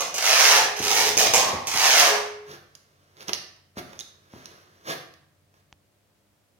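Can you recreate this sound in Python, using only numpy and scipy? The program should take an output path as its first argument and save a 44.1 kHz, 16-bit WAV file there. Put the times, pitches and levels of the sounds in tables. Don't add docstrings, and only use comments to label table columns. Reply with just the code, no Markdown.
import sys
import numpy as np
from scipy import signal
from scipy.fft import rfft, irfft
from scipy.io import wavfile

SR = 44100
rng = np.random.default_rng(int(sys.argv[2]) if len(sys.argv) > 2 else 0)


def bounce(signal):
    frames = np.transpose(np.atleast_2d(signal))
    limited = np.clip(frames, -1, 1)
    pcm = np.round(limited * 32767).astype(np.int16)
    wavfile.write(sys.argv[1], SR, pcm)


N = 290612
TIME = np.arange(N) / SR

# pitch_hz, level_db per Hz
AIR_SPECTRUM = [(15, -60), (25, -22.5), (101, -10), (169, -17.5), (193, -19), (552, -19.5), (598, -16),
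                (666, -23.5), (15500, -37)]
AIR_DB = -67.0
# pitch_hz, level_db (rms)
MAINS_TONES = [(100, -77), (199.5, -80.5), (300, -84), (598, -91), (700, -85.5)]
# pitch_hz, level_db (rms)
LOW_HUM_TONES = [(92, -71), (145.3, -75)]
LOW_HUM_ENDS_S = 5.9
# pitch_hz, t60_s
ROOM_DECAY = [(100, 0.94), (260, 0.61), (700, 0.59), (1840, 0.66), (4850, 0.5), (12800, 0.39)]
# pitch_hz, correlation
ROOM_LIKENESS = [(60, 0.25), (150, .9), (300, 0.66), (640, 0.22), (1400, 0.086), (6000, 0.093)]
# pitch_hz, left_minus_right_db
PORT_COLOUR = [(300, 1), (1000, -1), (1800, -3), (4000, -1), (5400, -4.5), (6400, -11), (7300, -3),
               (8300, 6.5), (9500, 3), (15000, 1)]
SAW_LAG_S, TICK_LAG_S = .00008, 0.0003114
CUTOFF_HZ = 16000

# pitch_hz, level_db per Hz
SNAP_SPECTRUM = [(100, 4.5), (550, -13), (780, 0.5), (1400, -7.5), (3300, -2.5), (3900, -14), (6500, -10),
                 (9000, -39)]
SNAP_S, SNAP_DB = 5.727, -28.5

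# loudest_s, level_db, rise_s, fall_s
SOLE_SCUFFS = [(2.524, -44.5, 0.037, 0.032), (3.215, -49.5, 0.026, .038), (3.294, -33, 0.01, 0.0053),
               (3.79, -34.5, .013, 0.0078), (4.358, -52.5, 0.029, 0.054), (4.912, -29, 0.027, .019),
               (5.58, -67.5, 0.038, 0.031)]
# start_s, end_s, level_db
FOOT_SHUFFLES = [(2.5, 3.2, -67.5), (3.77, 4.9, -63.5)]
# pitch_hz, level_db per Hz
GRIT_SPECTRUM = [(50, -28), (90, -18), (160, -0.5), (240, -9.5), (340, 1.5), (620, -0.5), (880, -5.5),
                 (1150, 0.5), (1650, -2.5), (2400, -8.5), (4600, -9), (6100, -10), (7700, -26),
                 (11000, -17), (16000, -23)]
# start_s, level_db (peak)
HEEL_STRIKES = [(3.771, -25.5), (4.337, -31.5)]
# pitch_hz, level_db (relative), t60_s
HEEL_MODES = [(110, -29, 0.02), (255, -6.5, 0.019), (480, 4.5, 0.0024)]
TOE_S, TOE_DB = .027, -9
ROLL_S, ROLL_DB, ROLL_RISE_S, ROLL_FALL_S = .13, -54.5, 0.036, 0.11

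# start_s, level_db
FRAME_KNOCKS = [(0.611, -42), (.797, -33), (1.091, -37.5), (1.277, -38), (1.532, -32), (1.74, -39),
                (2.49, -45.5)]
# pitch_hz, level_db per Hz
FRAME_SPECTRUM = [(30, -29.5), (55, -4.5), (100, 0.5), (150, 0.5), (250, -1.5), (400, 2), (900, -33.5),
                  (3000, -61)]
KNOCK_T60_S = .22
JOLT_DB = -19.5
JUDDER_DB = -47

# start_s, level_db (near peak), pitch_hz, t60_s
TOOTH_PINGS = [(3.9915, -29, 6400, .008), (3.992, -37, 3450, .025), (4.009, -32, 3750, .035),
               (4.0095, -39, 3950, .03)]
# start_s, level_db (peak), centre_hz, spread_octaves, rebound_loss_db
BLADE_TICKS = [(2.515, -36, 5480, 0.36, 20), (2.752, -33.5, 6140, 0.47, 26), (3.169, -43, 5000, 1.54, 5),
               (3.207, -31.5, 5000, 1.5, 3), (3.228, -33, 5400, 1.7, 14), (3.283, -19, 4500, 1.2, 10),
               (3.2936, -17, 1700, 0.63, 23), (3.333, -9, 4820, 0.45, 14), (3.932, -35.5, 905, 1.1, 17),
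               (3.9915, -30.5, 6900, .35, -4), (4.457, -27.5, 5700, .6, 23), (5.139, -41.5, 5480, 1.57, 22)]
# level_db (peak), centre_hz, spread_octaves, rebound_loss_db
STRAY_TICK = (-49, 5500, 10, 19.5)
# start_s, end_s
SETTLING_SPAN = (2.5, 5.7)
# pitch_hz, level_db per Hz
TOOTH_SPECTRUM = [(100, 6.5), (450, 8), (1400, 5.5), (3000, 2), (5000, 2), (6200, 1.5), (7600, -15.5),
                  (10500, -4.5), (16000, -13)]
REBOUND_S = .0076

# start_s, level_db, t60_s, damped_from_s
BLADE_SWINGS = [(.45, -32.5, 2.0, .86), (.86, -35, 1.3, 1.16), (2.06, -27.5, 1.7, 2.485)]
SWING_HZ = 418

# start_s, fastest_s, end_s, top_speed_teeth_per_s (push positive),
# rasp_db of the log, hiss_db of the teeth (both gains ahead of the saw's mix), ease_off_s of the hand
SAW_STROKES = [(-.3, -.05, .125, -60, -30, -21, 0.13), (0.124, .475, .74, 169, -23, -15.5, 0.2),
               (.76, 1.119, 1.655, -132, -25, -19.5, .28), (1.655, 2.025, 2.225, 174.5, -21.5, -14, 0.22)]
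# pitch_hz, level_db per Hz
PUSH_SPECTRUM = [(88, -40.5), (150, -25), (366, -11), (420, -4.5), (607, -2.5), (722, 2.5), (1420, -6.5),
                 (1730, -5), (1910, -7.5), (2310, -4.5), (3550, -8.5), (5990, -4), (7560, -14.5),
                 (15500, -20)]
# pitch_hz, level_db per Hz
PULL_SPECTRUM = [(88, -45.5), (150, -17.5), (308, -16), (381, -9), (420, 0.5), (540, -5), (781, 2.5),
                 (844, -2), (1150, -9.5), (1450, -12.5), (2180, -7.5), (4310, -9), (6110, -5), (7560, -15),
                 (15500, -19.5)]
# pitch_hz, level_db per Hz
TIP_SPECTRUM = [(88, -44), (150, -18), (373, -11.5), (509, -0.5), (1000, -4), (1090, 4), (1340, -13),
                (2060, -9), (2450, -9.5), (2810, -12), (5440, -8.5), (6470, -10.5), (7710, -26),
                (10900, -21), (15500, -27)]
# pitch_hz, level_db (relative), t60_s
BLADE_MODES = [(511, -8, .5), (576, 0, .85), (720, -5, .6), (782, -8, .4), (1065, -9, .4),
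               (1116, -11, 1.25), (1797, -10, .4), (2145, -11, .9), (3242, -14, .4), (5646, -12, .4)]
# start_s, level_db (ahead of the saw's mix), t60_s, hushed_before_s (the cut dies away this long before)
SKID_BURSTS = [(.006, -27, 0.044, 0.0087), (0.141, -24.5, 0.12, 0.018), (0.816, -32, 0.038, 0.017),
               (1.17, -13.5, 0.063, 0.078), (1.337, -17, 0.17, 0.065), (1.67, -31.5, 0.17, 0)]
# pitch_hz, level_db per Hz
SKID_SPECTRUM = [(240, -32), (400, 0.5), (879, -5), (2020, -22.5), (2470, -1), (3930, -14), (6240, 2),
                 (8630, -8), (11200, -11.5), (16000, -16.5)]
PUSH_SHAPE, PULL_SHAPE = 1.1576, 0.54883
RASP_GROWTH, HISS_GROWTH = 0.87, 0.95
HISS_EASE_DB, RASP_EASE_DB = 27, 7.5
PUSH_LEAN_DB = 6.5
HUSH_T60_S = 0.034
CREEP_TEETH_PER_S = 8


def from_db(db):
    return 10 ** (np.asarray(db) / 20)


def rms_one(x):
    return x / np.sqrt(np.mean(x ** 2) + 1e-20)


def at_hz(points, hz):
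    points = np.array(points)
    return np.interp(np.log(hz + 1e-3), np.log(points[:, 0]), points[:, 1])


def convolve(x, response):
    return signal.fftconvolve(np.atleast_2d(x), np.atleast_2d(response), axes=-1)[:, :N]


def colour(x, spectrum, size=4096):
    gain = from_db(at_hz(spectrum, np.fft.rfftfreq(size, 1 / SR)))
    cepstrum = irfft(np.log(gain))
    cepstrum[1:size // 2] *= 2
    cepstrum[size // 2 + 1:] = 0
    return convolve(x, irfft(np.exp(rfft(cepstrum))))


def drift(rate):
    return np.interp(TIME * rate, np.arange(4096), rng.standard_normal(4096))


def dying(t, t60):
    return (t >= 0) * np.exp(-np.log(1000) * np.abs(t) / t60)


def ring(hz, t60, size=4096):
    t = TIME[:size]
    return dying(t, t60) * np.sin(2 * np.pi * hz * t)


def add(track, s, sound):
    start = int(s * SR)
    track[start:start + len(sound)] += sound[:N - start]


def grains(per_s, spread_db):
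    sizes = from_db(spread_db * np.minimum(rng.exponential(1, N), 4))
    signed = sizes * rng.choice([-1, 1], N)
    return rms_one(signed * (rng.random(N) < per_s / SR))


def bursts(rows):
    return sum(from_db(db) * dying(TIME - s, t60) for s, db, t60, *_ in rows)


def diffuse(size):
    mid, side = rfft(rng.standard_normal((2, size)))
    alike = np.clip(at_hz(ROOM_LIKENESS, np.fft.rfftfreq(size, 1 / SR)), -1, 1)
    return irfft(np.sqrt(1 + alike) * mid + np.sqrt(1 - alike) * side * [[1], [-1]], size)


def at_ports(x, share, lag_s):
    hz, db = np.transpose(PORT_COLOUR)
    left = colour(x[0], np.c_[hz, share * db / 2])[0]
    right = colour(x[-1], np.c_[hz, -share * db / 2])[0]
    at = np.arange(len(left))
    return np.array([np.interp(at - lag_s * SR, at, left), right])


def workshop(size=49152, count=8):
    noise = rfft(diffuse(size))
    hz, t = np.fft.rfftfreq(size, 1 / SR), TIME[:size]
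    centres = np.geomspace(100, 14000, count)
    tail = 0
    for centre, band in zip(centres, np.eye(count)):
        band_noise = irfft(noise * at_hz(np.c_[centres, band], hz))
        tail = tail + band_noise * dying(t, at_hz(ROOM_DECAY, centre))
    build_up = 1 - np.exp(-t / .003)
    tail = rms_one(tail * build_up) / np.sqrt(size)
    return at_ports(tail, share=.65, lag_s=0)


def hum(lines):
    tones = 0
    for hz, db in lines:
        level = from_db(db + 0.5 * drift(9)) * np.sqrt(2)
        tones = tones + level * np.sin(2 * np.pi * hz * TIME + 0.27 * drift(1.3))
    return tones


def background():
    sounding = np.clip((LOW_HUM_ENDS_S - TIME) / 0.086, 0, 1)
    air = from_db(AIR_DB) * rms_one(colour(diffuse(N), AIR_SPECTRUM))
    return hum(MAINS_TONES) + sounding * hum(LOW_HUM_TONES) + air


def snap():
    click = colour(signal.unit_impulse(N, int(SNAP_S * SR)), SNAP_SPECTRUM)
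    return from_db(SNAP_DB) * click / np.abs(click).max()


def soles():
    rolls = [(s + ROLL_S, ROLL_DB, ROLL_RISE_S, ROLL_FALL_S) for s, _ in HEEL_STRIKES]
    slide = 0
    for s, db, rise_s, fall_s in list(SOLE_SCUFFS) + rolls:
        width_s = np.where(TIME < s, rise_s, fall_s)
        slide = slide + from_db(db) * np.exp(-.5 * ((TIME - s) / width_s) ** 2)
    shifting = sum(from_db(db) * ((TIME > start) & (TIME < end)) for start, end, db in FOOT_SHUFFLES)
    shuffle = from_db(2.44 * drift(9)) * shifting
    crunch = rms_one(colour(grains(5000, spread_db=-1.5), GRIT_SPECTRUM))
    return np.hypot(slide, shuffle) * crunch


def heels(low_hz=90):
    out = np.zeros(N)
    thud = sum(from_db(db) * ring(hz, t60) for hz, db, t60 in HEEL_MODES)
    thud = signal.sosfilt(signal.butter(2, low_hz, "high", fs=SR, output="sos"), thud)
    thud = -thud / np.abs(thud).max()
    for s, db in HEEL_STRIKES:
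        add(out, s, from_db(db) * thud)
        add(out, s + TOE_S, from_db(db + TOE_DB) * thud)
    return out[None]


def sawhorse():
    pull = np.maximum(-strokes()[0], 0)
    knocks = bursts([(s, db, KNOCK_T60_S) for s, db in FRAME_KNOCKS])
    jolts = knocks + from_db(JOLT_DB) * bursts(SKID_BURSTS)
    judder = from_db(JUDDER_DB) * pull / pull.max()
    rattle = rms_one(colour(grains(650, spread_db=4.5), FRAME_SPECTRUM))
    return np.hypot(jolts, judder) * rattle


def pings():
    out = np.zeros(N)
    for s, db, hz, t60 in TOOTH_PINGS:
        add(out, s, from_db(db) * ring(hz, t60))
    return out


def ticks(crack_db=-15, crack_t60=0.018, size=2048, count=5):
    out, hz = np.zeros(N), np.geomspace(100, 16000, 200)
    strays = [(s, *STRAY_TICK) for s in rng.uniform(*SETTLING_SPAN, count)]
    for s, db, centre_hz, spread, loss_db in list(BLADE_TICKS) + strays:
        resonance_db = -10 * np.log10(1 + (np.log2(hz / centre_hz) / spread) ** 2)
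        spectrum = np.c_[hz, at_hz(TOOTH_SPECTRUM, hz) + resonance_db]
        for k, touch_db in enumerate([db, db - loss_db, db - loss_db]):
            crack = from_db(crack_db) * rng.standard_normal(size) * dying(TIME[:size], crack_t60)
            crack[0] = 1
            tick = colour(crack, spectrum)[0]
            add(out, s + k * REBOUND_S, from_db(touch_db) * tick / np.abs(tick).max())
    return out[None]


def strokes():
    travel = force = sharpness = 0
    for start, fastest, end, teeth_per_s, rasp_db, hiss_db, ease_s in SAW_STROKES:
        pushing = teeth_per_s > 0
        phase = np.interp(TIME, [start, fastest, end], [-.5, 0, .5])
        speed = np.sin(np.pi * (.5 - np.abs(phase))) ** (PUSH_SHAPE if pushing else PULL_SHAPE)
        easing = np.clip(1 - (end - TIME) / ease_s, 0, 1)
        stroke_rasp_db = rasp_db + PUSH_LEAN_DB * phase * pushing - RASP_EASE_DB * easing
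        stroke_hiss_db = hiss_db - HISS_EASE_DB * easing
        travel = travel + teeth_per_s * speed
        force = force + from_db(stroke_rasp_db) * speed ** RASP_GROWTH
        sharpness = sharpness + from_db(stroke_hiss_db) * speed ** HISS_GROWTH
    return travel, force, sharpness


def blade_position():
    pushed = np.cumsum(strokes()[0])
    return (pushed - pushed.min()) / np.ptp(pushed)


def cutting():
    gain = np.ones(N)
    for s, _, _, hushed_s in SKID_BURSTS:
        if hushed_s > 0:
            hush = dying(np.maximum(TIME - s + hushed_s, 0), HUSH_T60_S)
            gain = gain * np.where(TIME < s, hush, 1)
    return gain


def moving_echo(x, count=6, stroke_s=.0016):
    shift = stroke_s * blade_position()
    paths = [np.interp(TIME - shift * toward, TIME, x[0]) for toward in np.linspace(-1, 1, count)]
    return sum(convolve(path, workshop()) for path in paths) / np.sqrt(count)


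def blade_swing(build_s=0.037, damped_t60=0.32):
    level = 0
    for s, db, t60, damped_s in BLADE_SWINGS:
        build_up = np.clip((TIME - s) / build_s, 0, 1)
        damping = dying(np.maximum(TIME - damped_s, 0), damped_t60)
        level = level + from_db(db) * dying(TIME - s, t60) * build_up * damping
    unrest = np.abs(strokes()[0]) / 100
    tone = np.sin(2 * np.pi * SWING_HZ * TIME + 0.53 * unrest * drift(25))
    return level * from_db(2 * unrest * drift(26)) * tone


def saw(split_hz=1400, wood_db=-7.0, hiss_db=-2.5, blade_db=-17.5, skid_db=0.5, tip_db=1.0, uneven_db=1.0):
    travel, force, sharpness = strokes()
    position = blade_position()

    teeth_per_s = np.maximum(np.abs(travel), CREEP_TEETH_PER_S) * from_db(1.52 * drift(69.69))
    tooth_phase = np.cumsum(teeth_per_s) / SR % 1
    bite = from_db(-15 * tooth_phase + 2.0 * drift(70))
    tearing = grains(12000, spread_db=2.2) * bite
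    tearing = tearing * from_db(1.3 * drift(35))

    round_trip_s = .0009 + .0016 * position
    tearing = rms_one(tearing + .3 * np.interp(TIME - round_trip_s, TIME, tearing))

    pushing = np.clip(.5 + travel / 60, 0, 1)
    near_tip = np.clip((.42 - position) / 0.04, 0, 1)
    rasp = (pushing * rms_one(colour(tearing, PUSH_SPECTRUM))
            + (1 - pushing) * (1 - near_tip) * rms_one(colour(tearing, PULL_SPECTRUM))
            + (1 - pushing) * near_tip * rms_one(colour(tearing, TIP_SPECTRUM)))
    low_pass = signal.butter(4, split_hz, "low", fs=SR, output="sos")
    high_pass = signal.butter(4, split_hz, "high", fs=SR, output="sos")
    wood = rms_one(signal.sosfilt(low_pass, rasp))
    hiss = rms_one(signal.sosfilt(high_pass, rasp))

    grip = cutting() * from_db(uneven_db * drift(30))
    force = grip * force * from_db(tip_db * near_tip)
    sharpness = grip * sharpness

    steel = sum(from_db(db) * rms_one(ring(hz, t60, size=65536)) for hz, db, t60 in BLADE_MODES)
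    blade = convolve(tearing * force, rms_one(steel) / np.sqrt(len(steel)))
    skids = bursts(SKID_BURSTS) * rms_one(colour(tearing, SKID_SPECTRUM))
    cut = from_db(wood_db) * force * wood + from_db(hiss_db) * sharpness * hiss
    return cut + from_db(blade_db) * blade + from_db(skid_db) * skids


def scene():
    frame, steps, scuffs = sawhorse(), heels(), soles()
    ticking, sawing = ticks() + pings(), saw()
    tick_gain = from_db([[1.0], [4.5]])
    near_saw = at_ports(sawing, share=1.0, lag_s=SAW_LAG_S)
    near_ticks = at_ports(ticking, share=1.0, lag_s=TICK_LAG_S) * tick_gain
    feet = steps + at_ports(scuffs, share=1.0, lag_s=TICK_LAG_S)
    to_room = from_db(-7.5) * frame + from_db(-2.0) * ticking + from_db(-2) * steps + from_db(-4.0) * scuffs
    echo = from_db(1.5) * moving_echo(sawing) + convolve(to_room, workshop())
    return background() + snap() + feet + frame + echo + near_ticks + blade_swing() + near_saw


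def record(dry):
    x = signal.sosfilt(signal.butter(3, 45, "high", fs=SR, output="sos"), dry)
    x = x / (1 + x ** 6) ** (1 / 6)
    return signal.sosfilt(signal.ellip(12, .1, 80, CUTOFF_HZ, fs=SR, output="sos"), x)


dry = scene()
out = record(dry)
bounce(out)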